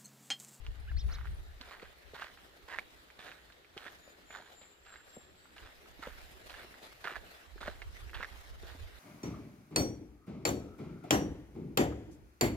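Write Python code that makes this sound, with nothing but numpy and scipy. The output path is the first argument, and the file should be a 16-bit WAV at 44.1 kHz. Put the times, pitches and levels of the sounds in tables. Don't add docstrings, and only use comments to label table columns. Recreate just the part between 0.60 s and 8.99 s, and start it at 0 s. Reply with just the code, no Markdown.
import sys
import numpy as np
from scipy import signal
from scipy.fft import rfft, irfft, next_fast_len
from scipy.io import wavfile
from scipy.ndimage import uniform_filter1d, map_coordinates

SR = 44100
rng = np.random.default_rng(int(sys.argv[2]) if len(sys.argv) > 2 else 0)


def dump(signal):
    limited = np.clip(np.atleast_2d(signal).T, -1, 1)
    pcm = np.round(limited * 32767).astype(np.int16)
    wavfile.write(sys.argv[1], SR, pcm)


N = 369999
TIME = np.arange(N) / SR
STRIKE_S = 0.0075

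# heel strike in seconds, heel level in dB, time of full weight in seconds,
# crunch level in dB, roll-off in seconds, pitch of the stones under the sole in Hz, their strength in dB.
STEPS = [(0.49, -53.5, 0.545, -54.5, 0.66, 1400, 12), (1.008, -60, 1.128, -49, 1.163, 1440, -4.5),
         (1.546, -49.5, 1.625, -46, 1.67, 1680, -7), (2.083, -54.5, 2.135, -44.5, 2.175, 1750, -2),
         (2.593, -52, 2.675, -50.5, 2.73, 1730, -13), (3.172, -51, 3.27, -50.5, 3.29, 1600, -7),
         (3.706, -62, 3.748, -49.5, 3.825, 1590, -6), (4.262, -56.5, 4.34, -55, 4.41, 1480, 0),
         (4.965, -56, 5.065, -54.5, 5.09, 1450, -9), (5.426, -48, 5.47, -47.5, 5.51, 1590, 7),
         (5.897, -51.5, 5.995, -53.5, 6.04, 1420, -13), (6.445, -41, 6.48, -42.5, 6.56, 1520, 8),
         (7.009, -46.5, 7.08, -47, 7.105, 1330, -14), (7.544, -45.5, 7.635, -49.5, 7.648, 1670, -6),
         (8.03, -59, 8.1, -54, 8.14, 1500, 9)]
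# frequency in Hz, level in dB.
GRAVEL = [(90, -18), (200, -11), (400, 0), (650, 0.5), (900, 1), (1300, 1.5), (1750, 1.5), (2500, -3),
          (3800, -3.5), (5500, -14.5), (8000, -21), (15000, -28)]
# frequency in Hz, likeness (1 = same).
AIR_LIKENESS = [(100, 0.76), (350, 0.45), (900, -0.15), (2000, -0.3), (4000, 0.17), (8000, -0.15),
                (14000, 0.12)]
# frequency in Hz, left minus right in dB.
AIR_BALANCE = [(200, 0.5), (1200, 2.5), (2700, -2.5), (4200, -0.5), (5600, 4), (7200, 10), (9500, -0.5),
               (14000, 2)]


def amp(db):
    return 10 ** (np.asarray(db) / 20)


def unit(x):
    return x / np.sqrt(np.mean(x ** 2) + 1e-20)


def at_hz(table, hz):
    freqs, values = np.transpose(table)
    return np.interp(np.log(hz + 1), np.log(abs(freqs) + 1), values)


def add(mix, start_s, sound):
    part = mix[max(round(start_s * SR), 0):][:len(sound)]
    part += sound[:len(part)]


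def filtered(x, gain):
    size = next_fast_len(N + 4096, True)
    return irfft(rfft(x, size) * gain(np.fft.rfftfreq(size, 1 / SR)), size)[..., :N]


def drift(per_s):
    targets = rng.standard_normal(N // 8)
    return unit(np.interp(TIME * per_s, np.arange(len(targets)), targets))


def swell(centre_s, width_s):
    return np.exp(-.5 * ((TIME - centre_s) / width_s) ** 2)


def after_steps(lag_s, width_s):
    return sum(swell(step[0] + lag_s, width_s) for step in STEPS)


def grains(per_s, spread_db):
    sizes = amp(spread_db * np.minimum(rng.exponential(1, N), 4))
    hits = rng.random(N) < per_s / SR
    return unit(sizes * hits * rng.choice([-1., 1.], (2, N)))


def patchy(x, patch_db, wide_hz, long_s):
    spectrum = signal.stft(x, SR, nperseg=512, noverlap=384)[2]
    rows, columns = np.indices(spectrum.shape[1:])
    where = [rows * SR / 512 / wide_hz, columns * 128 / SR / long_s]
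    patches = map_coordinates(rng.standard_normal((200, 1500)), where, order=1, mode="wrap")
    gain = unit(amp(patch_db * unit(patches)))
    return signal.istft(spectrum * gain, SR, nperseg=512, noverlap=384)[1][:, :N]


def stereo(pair, tone, likeness, balance, lead=((1, 0),)):
    alike = lambda f: np.clip(at_hz(likeness, f), -1, 1)
    right = filtered(pair[0], alike) + filtered(pair[1], lambda f: np.sqrt(1 - alike(f) ** 2))
    lean = lambda f: amp(at_hz(balance, f) / 2) * np.exp(.5j * at_hz(lead, f))
    gains = lambda f: amp(at_hz(tone, f)) * np.array([lean(f), 1 / lean(f)])
    return filtered(np.array([pair[0], right]), gains)


def on_ground(pair, tone=((1, 0),)):
    # frequency in Hz, likeness (1 = same).
    likeness = [(200, 1), (1200, 0.75), (1800, 0.91), (3800, 1), (7000, 0.22), (14000, .1)]
    # frequency in Hz, left minus right in dB.
    balance = [(400, -1), (1100, -1.5), (1700, -8), (2700, -3), (4200, -5), (7000, 7), (11000, -1)]
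    # frequency in Hz, the left side's lead in radians.
    lead = [(150, 0.27), (500, 1.5), (1100, -1), (1800, 0.43), (2700, 0.81), (4000, 1.7), (7000, 1.8)]
    return stereo(pair, tone, likeness, balance, lead)


def treetop_hush(level_db=-65.5):
    # frequency in Hz, level in dB.
    tone = [(30, -6.5), (65, 8.5), (100, -2), (135, -2), (220, -3.5), (390, 3), (710, -6.5), (1000, -7.5),
            (1830, -2.5), (2500, -10), (3900, -8), (6000, -22.5), (7200, -20), (9500, -24), (15400, -23.5)]
    air = rng.standard_normal((2, N)) * amp(.5 * drift(11))
    air = patchy(air, patch_db=2.63, wide_hz=219, long_s=0.05)
    air = stereo(air, tone, AIR_LIKENESS, AIR_BALANCE)
    return amp(level_db) * air / np.std(air.mean(0))


def wind():
    # time in seconds, level in dB.
    gusts = [(0, -42.5), (.25, -43.5), (.38, -33), (.55, -44.5), (.78, -45), (1.12, -65.5), (3, -79),
             (4.85, -76), (5.7, -62.5), (6.3, -71), (6.86, -75.5), (6.91, -54.5), (8.39, -56.5)]
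    # time in seconds, boost in dB.
    puffs = [(.69, 4.5), (1.46, 8), (2.16, 8), (5.05, 19), (6.59, 14), (7.28, 6), (7.44, 7.5), (7.6, 0),
             (7.91, 8.5), (8.24, 6)]
    # frequency in Hz, level in dB.
    rumble = [(10, -18), (25, -2), (42, -2.5), (60, 3.5), (85, -7.5), (110, -15), (150, -33), (230, -37),
              (500, -67), (2000, -93)]
    # time in seconds, left minus right in dB.
    sides = [(0, 11.5), (.45, 2), (.7, 5.5), (2, -5.5), (6, -8.5), (7.1, -3.5), (7.7, -7), (8.39, -5)]
    jolt_db = 4 * (after_steps(lag_s=0.087, width_s=0.066) - .5)
    gust_db = np.interp(TIME, *np.transpose(gusts)) + jolt_db + 3.1 * drift(22)
    gust_db += sum(db * swell(s, width_s=0.028) for s, db in puffs)
    big = stereo(rng.standard_normal((2, N)), rumble, likeness=[(30, 0.024)], balance=[(30, 0.018)])
    big /= np.sqrt(uniform_filter1d(big.mean(0) ** 2, size=5000) + 1e-12)
    higher_tone = lambda f: amp(at_hz(rumble, f / 1.28) + at_hz([(60, -27), (110, 5)], f))
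    small = unit(filtered(rng.standard_normal((2, N)), higher_tone))
    small_db = np.minimum(2.9 * (gust_db + 44), 0) - 13
    lean_db = np.interp(TIME, *np.transpose(sides)) * np.array([[.5], [-.5]])
    return (big + small * amp(small_db)) * amp(gust_db + lean_db)


def jacket_rustle():
    # time in seconds, level in dB.
    movement = [(0, -82), (.6, -79), (1.7, -78), (2.7, -77), (3.05, -85), (3.3, -75.5), (4.2, -85.5),
                (4.75, -84.5), (5, -78), (5.6, -72), (6.3, -72.5), (6.9, -77), (7.7, -73.5), (8.39, -74)]
    # frequency in Hz, level in dB.
    nylon = [(120, 9), (350, 14), (700, 18), (1000, 12), (1900, 15), (2700, 11), (4000, 9.5), (5500, 3.5),
             (7000, -1), (9000, -1.5), (12500, -1), (15000, -2.5)]
    # delay from the strike in seconds, width in seconds, change in dB.
    rubs = [(-.075, 0.076, -1.5), (.055, 0.048, 3.5)]
    # time in seconds, width in seconds, change in dB.
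    sleeves = [(.1, 0.027, -2), (.48, 0.046, 5.5), (.75, 0.043, 1.5), (1.49, .02, 3.5), (1.85, 0.0088, 3.5),
               (3.93, 0.024, 8), (4.53, 0.056, 9), (6.245, 0.011, 5), (6.74, 0.057, 5.5),
               (7.41, 0.065, 3.5), (7.8, 0.058, 4.5)]
    fibres = grains(per_s=7000, spread_db=-0.5) * amp(1.57 * drift(70))
    fibres = patchy(fibres, patch_db=2.5, wide_hz=273, long_s=.04)
    rustle = stereo(fibres, nylon, AIR_LIKENESS, AIR_BALANCE)
    rustle /= band_strength(rustle, 8500, 15000)
    swing_db = sum(db * after_steps(lag_s, width_s) for lag_s, width_s, db in rubs)
    swing_db += sum(db * swell(s, width_s) for s, width_s, db in sleeves)
    return rustle * amp(np.interp(TIME, *np.transpose(movement)) + swing_db - 0.5)


def band_strength(pair, low_hz, high_hz):
    return np.std(filtered(pair.mean(0), lambda f: (f > low_hz) & (f < high_hz))) + 1e-12


def pebbles(clicks, ring_gain, cycles, sizes=12):
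    which = rng.integers(0, sizes, N)
    t, rings = np.arange(512) / SR, np.zeros((2, N))
    for k, hz in enumerate(np.geomspace(450, 4200, sizes)):
        ring = np.exp(-t * hz / cycles) * np.cos(2 * np.pi * hz * t) * hz / SR / cycles
        rings += signal.oaconvolve(clicks * (which == k), ring[None], axes=1)[:, :N]
    return clicks + ring_gain * rings


def bite(t, fade_s):
    return np.clip(1 + t / STRIKE_S, 0, 1) ** 2 * np.exp(-np.maximum(t, 0) / fade_s)


def gravel_crunch(loading_db=-13.5, easing_db=-8.5, settle_db_per_s=227):
    # time in seconds, level in dB.
    scuffs = [(0.048, -64), (1.221, -55.5), (1.775, -60.5), (2.77, -65.5), (3.861, -65), (4.016, -58.5),
              (5.391, -62), (6.23, -62), (7.69, -63)]
    slips = pebbles(grains(per_s=1700, spread_db=3.5), ring_gain=3.55, cycles=2.1)
    slips = patchy(slips, patch_db=2.0, wide_hz=326.6, long_s=.05)
    slips /= np.sqrt(abs(uniform_filter1d((slips ** 2).mean(0), size=700)) + 1e-6)
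    grit = on_ground(slips, GRAVEL)
    strength = band_strength(grit, 800, 3000)
    out = np.zeros((2, N))
    for heel_s, heel_db, full_s, crunch_db, off_s, ring_hz, ring_db in STEPS:
        on = (TIME > heel_s - STRIKE_S) & (TIME < off_s + 40 / settle_db_per_s)
        t = TIME[on]
        sole_db = crunch_db + np.interp(t, [heel_s, full_s, off_s], [loading_db, 0, easing_db])
        sole_db -= settle_db_per_s * np.maximum(t - off_s, 0)
        heel = amp(heel_db) * bite(t - heel_s, fade_s=0.034)
        sole = amp(sole_db) * bite(t - heel_s, fade_s=np.inf)
        hollow = signal.lfilter(*signal.iirpeak(ring_hz, Q=2.4, fs=SR), grit[:, on])
        hollow *= strength / np.std(hollow.mean(0))
        covered = amp(ring_db) * (1 - np.exp(-(t - t[0]) / 0.042))
        out[:, on] += np.hypot(heel, sole) * (grit[:, on] + covered * hollow) / (1 + 1.19 * covered)
    out += grit * sum(amp(db) * bite(TIME - s, fade_s=0.033) for s, db in scuffs)
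    loose = pebbles(grains(per_s=320, spread_db=3.0), ring_gain=4.8, cycles=1.7)
    loose *= amp(-6 * after_steps(lag_s=-0.16, width_s=0.16))
    return (out + on_ground(unit(loose) * amp(-76.5), GRAVEL)) / strength


def knock(hz, cycles, phase):
    t = np.arange(SR // 20) / SR
    age = t * hz / cycles
    return age * np.exp(1 - age) * np.sin(2 * np.pi * (hz * t + phase))


def stone_snaps():
    # time in seconds, level in dB, pitch in Hz.
    hits = [(0.065, -33.5, 2560), (0.315, -39.5, 1640), (0.585, -37, 1240), (0.611, -37.5, 1330),
            (0.646, -41, 1360), (0.655, -35.5, 1420), (0.671, -39.5, 1800), (1.012, -29.5, 3230),
            (1.115, -39, 1130), (1.197, -38, 2080), (1.255, -42, 1850), (1.621, -25, 1370),
            (2.186, -18, 1860), (2.502, -40.5, 1800), (2.716, -34.5, 2200), (2.901, -43.5, 1640),
            (2.923, -43, 2830), (3.046, -43.5, 2100), (3.177, -26.5, 2900), (3.223, -42, 1510),
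            (3.264, -31.5, 1510), (3.279, -33, 1710), (3.706, -36.5, 1760), (3.749, -30, 1570),
            (4.358, -38, 1610), (4.855, -47, 1310), (4.981, -35, 2720), (5.258, -45, 1260),
            (5.428, -30, 1300), (5.897, -35, 2680), (5.941, -33.5, 1640), (6.141, -40.5, 1580),
            (6.473, -21, 1380), (6.507, -31, 1310), (6.524, -36, 1380), (6.556, -25.5, 1570),
            (6.562, -28.5, 1500), (6.979, -40, 1470), (7.029, -30, 1110), (7.066, -33.5, 1400),
            (7.079, -27, 1600), (7.218, -30.5, 1940), (7.2209, -35.5, 2210), (7.368, -42, 1830),
            (7.495, -39, 1970), (7.532, -35, 1540), (7.552, -32, 1500), (7.606, -29.5, 1230),
            (7.628, -24, 1590), (7.645, -26, 1700)]
    # frequency in Hz, gain in dB.
    snap_tone = [(200, -16), (900, -2), (3500, -0.5), (5500, 5), (8500, -8), (15000, -6)]
    snaps, rattle = np.zeros(N), np.zeros(N)
    t = np.arange(SR // 10) / SR
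    for (s, db, hz), (phase, wait, size) in zip(hits, rng.random((len(hits), 3))):
        first_touch = knock(hz, 0.5, phase) + amp(-16) * knock(hz * 1.6, .5, size)
        second_touch = knock(hz * (0.89 + 0.53 * size), 2.7, wait)
        add(snaps, s + .0007, amp(db - 2) * first_touch)
        add(snaps, s + 0.002915 + 0.00334 * wait, amp(db - 13.5) * second_touch)
        add(rattle, s - .001, amp(db - 26) * t / 0.0032 * np.exp(1 - t / 0.004))
    clicks = grains(per_s=4600, spread_db=-5.5)
    neighbours = on_ground(clicks * rattle, GRAVEL) / np.std(on_ground(clicks, GRAVEL))
    return on_ground(np.array([snaps, np.roll(snaps, 3)]), snap_tone) + neighbours


def bird(slide_s=0.0465):
    # start in seconds, level in dB, pitch in Hz.
    pips = [(0.1944, -61, 9900), (0.4314, -62, 9960), (0.4668, -60, 9860), (0.6539, -65, 9400),
            (0.7018, -62, 9500), (0.7387, -58, 9800), (0.7814, -68, 9370)]
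    # start and length in seconds, first and settled pitch in Hz, level in dB.
    notes = [(3.37, .19, 7070, 6995, -66), (3.65, .18, 7260, 7085, -58.5), (3.9, .26, 7270, 7308, -57.5),
             (4.215, .26, 7560, 7462, -60), (4.465, .25, 7600, 7450, -58), (4.735, .23, 7660, 7680, -67.5)]
    out = np.zeros(N)
    tremble = 1 + 0.0027 * drift(220)
    flutter = amp(2.6 * drift(50) - 1)
    for s, db, hz in pips:
        glide = np.linspace(1.01, .99, 900) + .13 * rng.standard_normal(900)
        phase = 2 * np.pi * np.cumsum(hz * glide) / SR
        add(out, s, amp(db - 8) * np.hanning(len(glide)) * np.sin(phase))
    for s, length_s, first_hz, settled_hz, db in notes:
        on = (TIME > s) & (TIME < s + length_s)
        t = TIME[on] - s
        hz = settled_hz + (first_hz - settled_hz) * np.exp(-t / slide_s)
        phase = 2 * np.pi * np.cumsum(hz * tremble[on]) / SR
        swell_db = np.interp(t / length_s, [0, 0.33, 1], [-13, 0, -25])
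        out[on] += amp(db + swell_db) * np.sin(phase) * signal.windows.tukey(len(t), .2)
    return out * flutter * amp([[3], [-6]])


def jacket_squeaks(fastest_at=0.51, fade_db_per_s=138):
    # start and length in seconds, first and top pitch in Hz, level in dB.
    squeaks = [(0.269, 0.058, 1370, 1730, -55), (0.271, 0.044, 2490, 2920, -57),
               (0.358, 0.097, 1406, 3690, -58.5), (0.363, 0.07, 4000, 5480, -56.5),
               (0.521, .055, 1880, 4040, -56.5), (0.511, 0.059, 3880, 6380, -56)]
    # frequency in Hz, gain in dB.
    cloth = [(1000, -9), (1700, 6), (2700, -1), (3900, 8.5), (5300, 7), (6500, 1), (9000, -24)]
    out = np.zeros((2, N))
    for s, length_s, first_hz, top_hz, db in squeaks:
        on = (TIME > s) & (TIME < s + length_s)
        t = TIME[on] - s
        speed = np.sin(np.pi / 2 * t / length_s / fastest_at) ** 2
        roughness = 1 + 0.065 * drift(2500)[on]
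        hz = (first_hz + (top_hz - first_hz) * speed) * roughness
        phase = 2 * np.pi * (np.cumsum(hz) / SR + np.array([[0], [.2]]))
        rub_db = -4 * (1.5 - speed)
        fade_db = -fade_db_per_s * (t - length_s / 2)
        out[:, on] += amp(db + rub_db + fade_db) * np.sin(phase) * signal.windows.tukey(len(t), .3)
    return filtered(out, lambda f: amp(at_hz(cloth, f)))


def boot_thuds():
    # time in seconds, level in dB, pitch in Hz.
    thuds = [(1.004, -47.5, 256), (1.227, -37.5, 500), (1.535, -41, 427), (2.589, -46, 520),
             (3.164, -39.5, 390), (3.259, -40.5, 600), (3.475, -47, 560), (3.702, -42, 670),
             (3.801, -45.5, 700), (4.013, -47.5, 523), (4.566, -40, 470), (4.57, -45.5, 250),
             (5.391, -43.5, 290), (5.47, -31.5, 517), (6.044, -44, 370), (6.449, -39, 440),
             (6.517, -44, 380), (6.564, -40.5, 670), (6.958, -45, 393), (7.009, -36.5, 555),
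             (7.057, -41, 600), (7.078, -26.5, 593), (7.6, -38.5, 534), (8.031, -41.5, 385),
             (8.147, -45.5, 270)]
    # frequency in Hz, level in dB.
    earth = [(80, -18), (180, -7.5), (380, 12.5), (700, 9.5), (1200, -24), (3000, -33), (9000, -60)]
    knocks, settling = np.zeros(N), np.zeros(N)
    t = np.arange(SR // 8) / SR
    for (s, db, hz), phase in zip(thuds, rng.random(len(thuds))):
        add(knocks, s + 0.00079, amp(db - 4) * knock(hz, 0.96, 0))
        add(knocks, s + 0.00245, amp(db - 15.5) * knock(hz * 1.95, 1.0, phase))
        add(knocks, s + 0.0028, amp(db - 13) * knock(hz * 0.37, 0.36, 0))
        add(settling, s, amp(db - 14.5) * np.exp(-t / 0.013))
    crumbs = unit(on_ground(grains(per_s=900, spread_db=0.5), earth))
    return knocks * amp([[0], [.3]]) + settling * crumbs


def trunk_echoes(sound, echoes_per_s=1500):
    # frequency in Hz, seconds to fade by 60 dB.
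    fade_times = [(200, 0.9), (1500, 0.26), (7000, 0.76), (14000, 0.071)]
    bounces = rng.standard_normal((2, SR // 2)) * (rng.random((2, SR // 2)) < echoes_per_s / SR)
    hz, t, spectrum = signal.stft(bounces, SR, nperseg=256)
    fade = amp(-60 * t / at_hz(fade_times, hz)[:, None])
    tail = signal.istft(spectrum * fade, SR, nperseg=256)[1]
    return signal.fftconvolve(sound, tail / np.linalg.norm(tail[0]), axes=1)[:, :N]


def scene():
    near = gravel_crunch() + stone_snaps() + boot_thuds() + jacket_squeaks()
    far = bird()
    echoes = trunk_echoes(near * amp(-22) + far * amp(-3))
    return near + far + echoes + jacket_rustle() + treetop_hush() + wind()


def record(dry, cutoff_hz=15550):
    low_pass = signal.firwin(511, cutoff_hz, window=("kaiser", 9), fs=SR)
    return signal.oaconvolve(dry, low_pass[None], "same")


dry = scene()
out = record(dry)
dump(out)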